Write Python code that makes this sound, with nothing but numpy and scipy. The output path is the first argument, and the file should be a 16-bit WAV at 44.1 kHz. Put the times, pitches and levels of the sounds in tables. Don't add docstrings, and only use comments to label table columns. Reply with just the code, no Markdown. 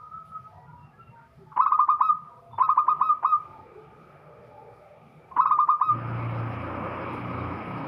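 import sys
import numpy as np
from scipy import signal
from scipy.fft import rfft, irfft, next_fast_len
from scipy.io import wavfile
from scipy.ndimage import uniform_filter1d

SR = 44100
rng = np.random.default_rng(int(sys.argv[2]) if len(sys.argv) > 2 else 0)


def persist_wave(psi):
    counts = np.round(np.clip(psi, -1, 1) * 32767).astype(np.int16)
    wavfile.write(sys.argv[1], SR, np.atleast_2d(counts).T)


def decibels_to_gain(level_db):
    exponent = np.asarray(level_db, float) / 20
    return 10 ** exponent


N = 347419
T = np.arange(N) / SR

# start [s], held tone [s], first pitch [Hz], top pitch [Hz], glide level [dB]
DOVE_NOTES = [(1.583, .04, 892, 1300, -14.5), (1.656, 0.03, 991, 1277, -13.5),
              (1.714, .028, 944, 1247, -13), (1.785, .026, 725, 1221, -13),
              (1.882, 0.036, 752, 1237, -13.5), (2.002, 0.092, 724, 1289, -13),
              (2.596, 0.044, 889, 1291, -15), (2.684, 0.027, 775, 1245, -13.5),
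              (2.769, .027, 730, 1233, -13), (2.875, 0.039, 713, 1251, -14),
              (3.005, 0.095, 730, 1284, -14.5), (3.24, 0.091, 794, 1281, -14),
              (5.379, 0.035, 930, 1296, -14), (5.451, 0.035, 986, 1280, -13.5),
              (5.504, 0.033, 941, 1237, -13.5), (5.581, 0.033, 759, 1221, -14.5),
              (5.682, 0.037, 734, 1236, -13.5), (5.806, 0.09, 706, 1279, -15)]


def unit(x):
    return x / np.sqrt(np.mean(x ** 2))


def colour(x, points):
    hz, db = np.transpose(points)
    size = next_fast_len(len(x))
    f = np.arange(size // 2 + 1) * SR / size + 1
    gain = decibels_to_gain(np.interp(np.log(f), np.log(hz), db, left=-90, right=-90))
    return irfft(rfft(x, size) * gain, size)[:len(x)]


def walk(rate):
    k = max(int(SR / rate), 130)
    held = np.repeat(rng.standard_normal(N // 128), k)[:N]
    return uniform_filter1d(uniform_filter1d(held, k), k)


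def band(hz, width):
    b, a = signal.iirpeak(hz, hz / width, SR)
    once = signal.lfilter(b, a, rng.standard_normal(N))
    return unit(signal.lfilter(b, a, once))


def patchy(points, flicker_db, rate):
    spread, size = np.log(2) / 3, next_fast_len(N)
    f = np.log(np.arange(size // 2 + 1) * SR / size + 1)
    full = rfft(colour(rng.standard_normal(N), points), size)
    out = np.zeros(N)
    for centre in np.arange(np.log(points[0][0]), np.log(points[-1][0]) + spread, spread):
        share = np.clip(1 - abs(f - centre) / spread, 0, 1)
        out += irfft(full * share, size)[:N] * decibels_to_gain(flicker_db * walk(rate))
    return unit(out)


def bump(start, length, edge):
    return np.sin(np.pi / 2 * np.clip(np.minimum(T - start, start + length - T) / edge, 0, 1)) ** 2


def yard(x, t60, wet_db):
    t = np.arange(SR) / SR
    tail = colour(rng.standard_normal(SR), [(100, 26.5), (1400, -4.5), (2400, -7), (8000, -25)])
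    tail = tail * decibels_to_gain(-60 * t / t60) * np.clip(t / .05, 0, 1)
    return decibels_to_gain(wet_db) * signal.fftconvolve(x, tail / np.sqrt(np.sum(tail ** 2)))[:N]


def microphone():
    # frequency [Hz], density [dB per Hz]
    hiss = [(3000, 4), (5000, 2.5), (6500, -4), (8000, -6), (10500, -2.5), (13000, -6.5), (15600, -8.5)]
    # frequency [Hz], level [dB]
    whine = [(6722, -103), (13443, -99)]
    out = decibels_to_gain(-80) * decibels_to_gain(1.6 * walk(14)) * patchy(hiss, 1.5, 9)
    return out + sum(decibels_to_gain(db + 3) * np.sin(2 * np.pi * hz * T) for hz, db in whine)


def traffic():
    # time [s], level
    # [dB]
    flow = [(0, -10), (.6, -6.5), (1.3, -7.5), (1.6, -11.5), (1.82, -21), (2.0, -9.5), (2.5, -7.5),
            (3.0, 5), (3.33, -5), (3.45, 3.5), (3.9, 3), (4.4, 2.5), (4.9, -1.5), (5.3, 2), (5.9, -6)]
    # start [s], length [s], gain [dB]
    lorries = [
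        (.1, 0.12, 11.5),
        (.6, 0.33, 6),
        (0.998, 0.19, 4.5),
        (1.31, 0.25, 7),
        (2.454, 0.17, 6),
        (3.4, .25, 4),
        (4.36, .2, 1),
    ]
    # frequency [Hz], density [dB per Hz]
    rumble = [(12, -55), (20, -24), (38, -30), (64, -7.5), (141, -1.5), (159, -0.5), (182, -8),
              (260, -12.5), (340, -48.5), (570, -120)]
    hum = [(120, -43.5), (200, -15), (279, -13), (377, -3.5), (591, -5.5), (736, -7.5), (880, -5.5),
           (1070, -31.5), (1230, -1.5), (1400, -27.5), (1820, -45.5), (3080, -120)]
    tyres = [(900, -3.5), (1270, 8), (1500, -1.5), (1840, -3), (2400, -5), (3000, -12.5), (3570, -17.5),
             (4300, -28), (5100, -29), (6000, -40.5)]
    rumble_db, hum_db, tyre_db = -57, -56, -63
    flow_db = np.interp(T, *np.transpose(flow))
    lorry_db = sum(db * bump(s, d, 0.087) for s, d, db in lorries)
    fade = np.interp(T, [5.9, 6.2], [0, -20])
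    out = decibels_to_gain(rumble_db + .15 * flow_db + lorry_db + fade) * patchy(rumble, 6.0, 8)
    out += decibels_to_gain(hum_db + flow_db + fade) * patchy(hum, 4.5, 11)
    out += decibels_to_gain(tyre_db + .45 * flow_db + fade) * patchy(tyres, 3.5, 12)
    builds_db = np.interp(T, [2.9, 3.2], [-14, 0])
    return out + decibels_to_gain(tyre_db - 9.0 + .4 * flow_db + fade + builds_db) * band(2330, 220)


def far_doves():
    # start [s], length [s], pitch [Hz], level [dB]
    answers = [(0, 0.051, 978, -53.5), (.1, 0.52, 670, -72.5), (0.448, 0.29, 880, -63),
               (.5, 0.13, 726, -61), (0.528, 0.28, 962, -58), (.54, 0.14, 1925, -71.5),
               (0.663, 0.077, 1407, -56.5), (.77, 0.16, 2740, -73), (0.797, 0.086, 1286, -62.5),
               (.92, 0.093, 1670, -68), (0.971, 0.078, 1329, -54), (0.99, 0.19, 2745, -69.5),
               (1.098, 0.38, 660, -74), (1.111, 0.14, 932, -58.5), (1.14, .14, 1555, -67),
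               (1.15, 0.1, 1413, -61), (1.375, 0.056, 390.4, -60), (1.376, 0.06, 845, -63.5),
               (1.456, 0.16, 880, -58), (2.258, 0.27, 690, -64.5), (2.196, 0.29, 499, -68),
               (2.296, 0.068, 960, -55), (2.513, 0.089, 3550, -69), (3.446, 0.19, 883, -54),
               (3.703, 0.1, 429, -60.5), (4.21, 0.45, 590.7, -60.5), (4.488, 0.22, 857, -55.5),
               (4.495, 0.24, 785, -62.5), (4.78, 0.15, 594, -55.5), (4.8, 0.12, 790, -62)]
    # start [s], length [s], pitch [Hz], level [dB]
    neighbour = [
        (-.02, 0.096, 1230, -45.5),
        (0.106, 0.078, 1297, -37.5),
        (0.207, 0.076, 1287, -49),
        (0.304, 0.019, 1295, -38),
        (0.343, 0.033, 1275, -35),
        (.43, 0.04, 1272, -44),
    ]
    out, flutter = np.zeros(N), decibels_to_gain(1.5 + 0.91 * walk(30))
    drift = np.cumsum(1 + .012 * walk(40)) / SR
    for s, d, hz, db in answers:
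        coo = 1.1 * np.sin(2 * np.pi * hz * drift) + 0.63 * band(hz, 55)
        out += decibels_to_gain(db) * flutter * bump(s - .01, d + 0.012, 0.044) * coo
    waver, halo = np.cumsum(1 + 0.0083 * walk(60)) / SR, .5 * band(1275, 55)
    near = np.zeros(N)
    for s, d, hz, db in neighbour:
        swell = np.clip((T - s) / 0.016, 0, 1) ** 2 * decibels_to_gain(-300 * np.clip(T - s - d, 0, 1))
        near += decibels_to_gain(db) * swell * (1.1 * np.sin(2 * np.pi * hz * waver) + halo)
    return out + yard(out, 0.25, -2.5) + near


def engine():
    # time [s], firing rate [Hz], thump level [dB], boom resonance [Hz]
    idle = [
        (5.84, 28.86, -46, 147.6),
        (5.96, 28.82, -34, 127),
        (6.15, 29.2, -27.5, 119.2),
        (6.46, 29, -31.5, 117),
        (6.62, 29.47, -34.5, 91),
        (6.98, 29.85, -39, 88),
        (7.2, 29.97, -34, 120),
        (7.5, 29.9, -34, 88.4),
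        (7.75, 30.74, -34, 147),
    ]
    # frequency [Hz], gain [dB]
    exhaust = [(25, -20), (58, -6), (88, -5.5), (118, 1.5), (150, -11), (180, -9), (230, -26), (400, -35)]
    # frequency [Hz], density [dB per Hz]
    rattle = [(88, -32), (150, -3), (236, -3.5), (290, -1), (422, -11.5), (519, -3), (708, -8), (775, -7.5),
              (1230, -4.5), (1460, -13.5), (2020, -19), (2270, -13), (3300, -32), (4290, -70), (7260, -120)]
    whirr = [(3000, -12), (3800, 3.5), (4400, -3.5), (5100, 3), (5900, -17.5), (8000, -27), (10000, -11),
             (11500, -17), (13000, -25.5), (15000, -16), (16000, -6.5)]
    s, *columns = np.transpose(idle)
    hz, thump_db, boom_hz = (np.interp(T, s, c) for c in columns)
    turns = np.cumsum(hz * (1 + .012 * walk(30))) / SR

    strength = decibels_to_gain(3.2 * rng.standard_normal(300))[turns.astype(int)]
    fires = np.diff(np.floor(turns), prepend=0) * strength
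    thump = unit(colour(fires, exhaust))
    thump = unit(thump + yard(thump, .4, -11))

    pipe_hz = 275 * (1 + .06 * walk(4))
    pipe_db = -50 + 8.5 * np.tanh((T - 6.77 + 0.16) / 0.26) / 2
    pipe = np.zeros(N)
    for k in range(6, 20):
        level = decibels_to_gain(-.5 * ((k * hz - pipe_hz) / 40) ** 2 + 6.8 * walk(9))
        pipe += level * np.sin(2 * np.pi * k * (turns + 0.41 * walk(5) / k))

    boom, boom_width_hz = np.zeros(N), 17
    for k in range(2, 7):
        boom += np.exp(-.5 * ((k * hz - boom_hz) / boom_width_hz) ** 2) * np.sin(2 * np.pi * k * turns)

    arrives_db = -14 * np.exp(-np.clip(T - 5.88, 0, 9) / 0.063)
    nearest_db = 2 * np.exp(-((T - 7.165) / 0.4) ** 2)
    clatter_db = -36.5 + arrives_db + nearest_db
    puff = 1 + 0.089 * np.cos(2 * np.pi * turns - .6)
    clatter = unit(puff * patchy(rattle, 2.4, 12)) + decibels_to_gain(-10.5) * band(1263, 70)

    out = decibels_to_gain(thump_db - 5.5) * thump
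    out += decibels_to_gain(thump_db - 4.5 + 1.9 * walk(12)) * boom
    out += decibels_to_gain(pipe_db + 3.5) * unit(pipe)
    out += decibels_to_gain(clatter_db) * clatter
    out += decibels_to_gain(clatter_db - 34) * patchy(whirr, 3.9, 25) * decibels_to_gain(1.8 * walk(90))
    return np.clip((T - s[0]) / 0.062, 0, 1) * out


def scrapes():
    # start [s], length [s], level [dB]
    touches = [
        (0.243, 0.05, -73.5),
        (6.343, .05, -82),
        (7.118, 0.03, -67),
        (7.725, .03, -78),
    ]
    grains = rng.standard_normal(N) * decibels_to_gain(2.2 * rng.exponential(size=N))
    bright = unit(colour(grains, [(1500, -16.0), (2500, 6.0), (6500, -8.0), (8500, -10.0), (10000, 2.0),
                                  (12000, -9.5), (15000, -9)]))
    level = np.zeros(N)
    for s, d, db in touches:
        level += decibels_to_gain(db - 190 * np.clip(T - s - d, 0, 1)) * np.clip((T - s) / .012, 0, 1)
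    return bright * level


def throat_noise():
    # start [s], length [s], centre [Hz], level [dB]
    rasps = [
        (1.513, 0.019, 1153, -41),
        (1.559, 0.022, 999, -27.5),
        (2.522, 0.035, 915, -49.5),
        (2.576, 0.025, 985, -30.5),
        (3.222, .017, 904, -31.5),
        (5.308, 0.02, 1040, -44.5),
        (5.358, 0.022, 1075, -28.5),
    ]
    pop = unit(colour(rng.standard_normal(N), [(200, -27.5), (300, -9), (600, -21.5), (1000, 8.0), (1600, -9.5),
                                               (2500, -28.5), (3500, -45.0)]))
    puffs = sum(bump(s - .009, .016, 0.003) for s, *_ in DOVE_NOTES)
    rough = np.zeros(N)
    for s, d, hz, db in rasps:
        strong = db > -40
        breath = band(hz, 168.5 + 130 * strong) + strong * .45 * pop
        rough += decibels_to_gain(db) * bump(s, d + 0.0074, 0.013) * breath
    return decibels_to_gain(-40.0) * puffs * pop + colour(rough, [(100, 8.5), (3000, 0), (4200, -31.5), (8000, -62.5)])


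def dove_notes():
    # multiple of the pitch, level [dB]
    overtones = [(2, -53), (3, -59.5), (4, -70), (5, -77), (6, -90), (7, -78.5), (8, -79), (9, -77.5)]
    ring_s, ring_db_per_s = 0.027, 416.5
    out, wobble, before = np.zeros(N), walk(250), 0
    for start, hold, first_hz, top_hz, glide_db in DOVE_NOTES:
        glide = .028 if start - before > .4 else .014 - (first_hz - 730) / 85000
        before, end = start, glide + hold
        t = np.arange(int((end + ring_s) * SR)) / SR
        i = int(start * SR)

        knots = [0, .5 * glide, glide, glide + .003, glide + .28 * hold, glide + .72 * hold, end]
        arch = [top_hz - 480 * hold - 8, top_hz, top_hz - 270 * hold, top_hz - 880 * hold]
        hz = np.interp(t, knots, [first_hz, max(first_hz + 70, 985), 1120, *arch])
        hz = uniform_filter1d(hz, size=130, mode="nearest")
        closed = np.interp(t, [glide - .002, glide + .004], [1, 0])

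        sac_db = 11.5 * (1 - closed) * np.exp(-((hz - 1210.6) / 42.6) ** 6)
        sac_db += 9.5 * np.exp(-((hz - 1300) / 19) ** 2)
        hz = hz * (1 + 0.023 * closed * wobble[i:i + len(t)])
        phase = 2 * np.pi * np.cumsum(hz) / SR

        snap_db, end_db = -14.5, -19.5 + 85.5 * hold
        cut_db = end_db - 71 * hold
        shape = np.interp(t, [0, .007, glide - .004, glide - .001, glide + .004, end, end + .006, end + ring_s],
                          [-26, -5.5, 2.2, 1.2, snap_db, end_db, cut_db, cut_db - ring_db_per_s * ring_s])
        level_db = glide_db + uniform_filter1d(shape + sac_db, size=90, mode="nearest")
        tone = decibels_to_gain(level_db + 1.0) * np.sin(phase) * np.clip((t[-1] - t) / 0.0046, 0, 1)

        blown = np.clip((end + 0.0013 - t) / 0.017, 0, 1)
        for k, part_db in overtones:
            part_db = part_db - 10.0 * (k - 2.0) * closed
            part_db = part_db - (k > 4) * (0.13 * (1290.5 - hz) + 6.0 * (hold < .07))
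            part_db = part_db + 3.5 * wobble[i + 999 * k:][:len(t)]
            tone += blown * decibels_to_gain(part_db) * np.sin(k * phase)
        out[i:i + len(t)] += np.clip(t / 0.0026, 0, 1) * tone
    return out


def cage(x):
    # frequency [Hz], level [dB], 60 dB decay time [s]
    modes = [(1064, -17.5, 0.15), (960, -38, 0.55), (1251, -19.5, 0.21), (1213, -30, .6)]
    # delay [s], level [dB]
    echoes = [(.011, -10), (0.031, -24), (.057, -30), (.088, -25)]
    t = np.arange(SR // 2) / SR
    response = np.zeros(len(t))
    for hz, db, t60 in modes:
        gain = 10 * decibels_to_gain(db) * 2 * np.log(1000) / t60 / SR
        response += gain * decibels_to_gain(-60 * t / t60) * np.sin(2 * np.pi * hz * t)
    for delay, db in echoes:
        response[int(delay * SR)] += decibels_to_gain(db)
    response = colour(response, [(50, -12.5), (1500, 3.5), (2400, -16.5), (20000, -19)])
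    return x + signal.fftconvolve(x, response)[:N]


def scene():
    background = microphone() + traffic() + far_doves() + engine() + scrapes()
    voice = dove_notes() + throat_noise()
    return (background + cage(voice) + yard(voice, t60=0.91, wet_db=-18))[None]


def band_limit(x):
    return signal.sosfilt(signal.butter(12, 15500, fs=SR, output="sos"), x)


def record(dry):
    return band_limit(dry)


dry = scene()
out = record(dry)
persist_wave(out)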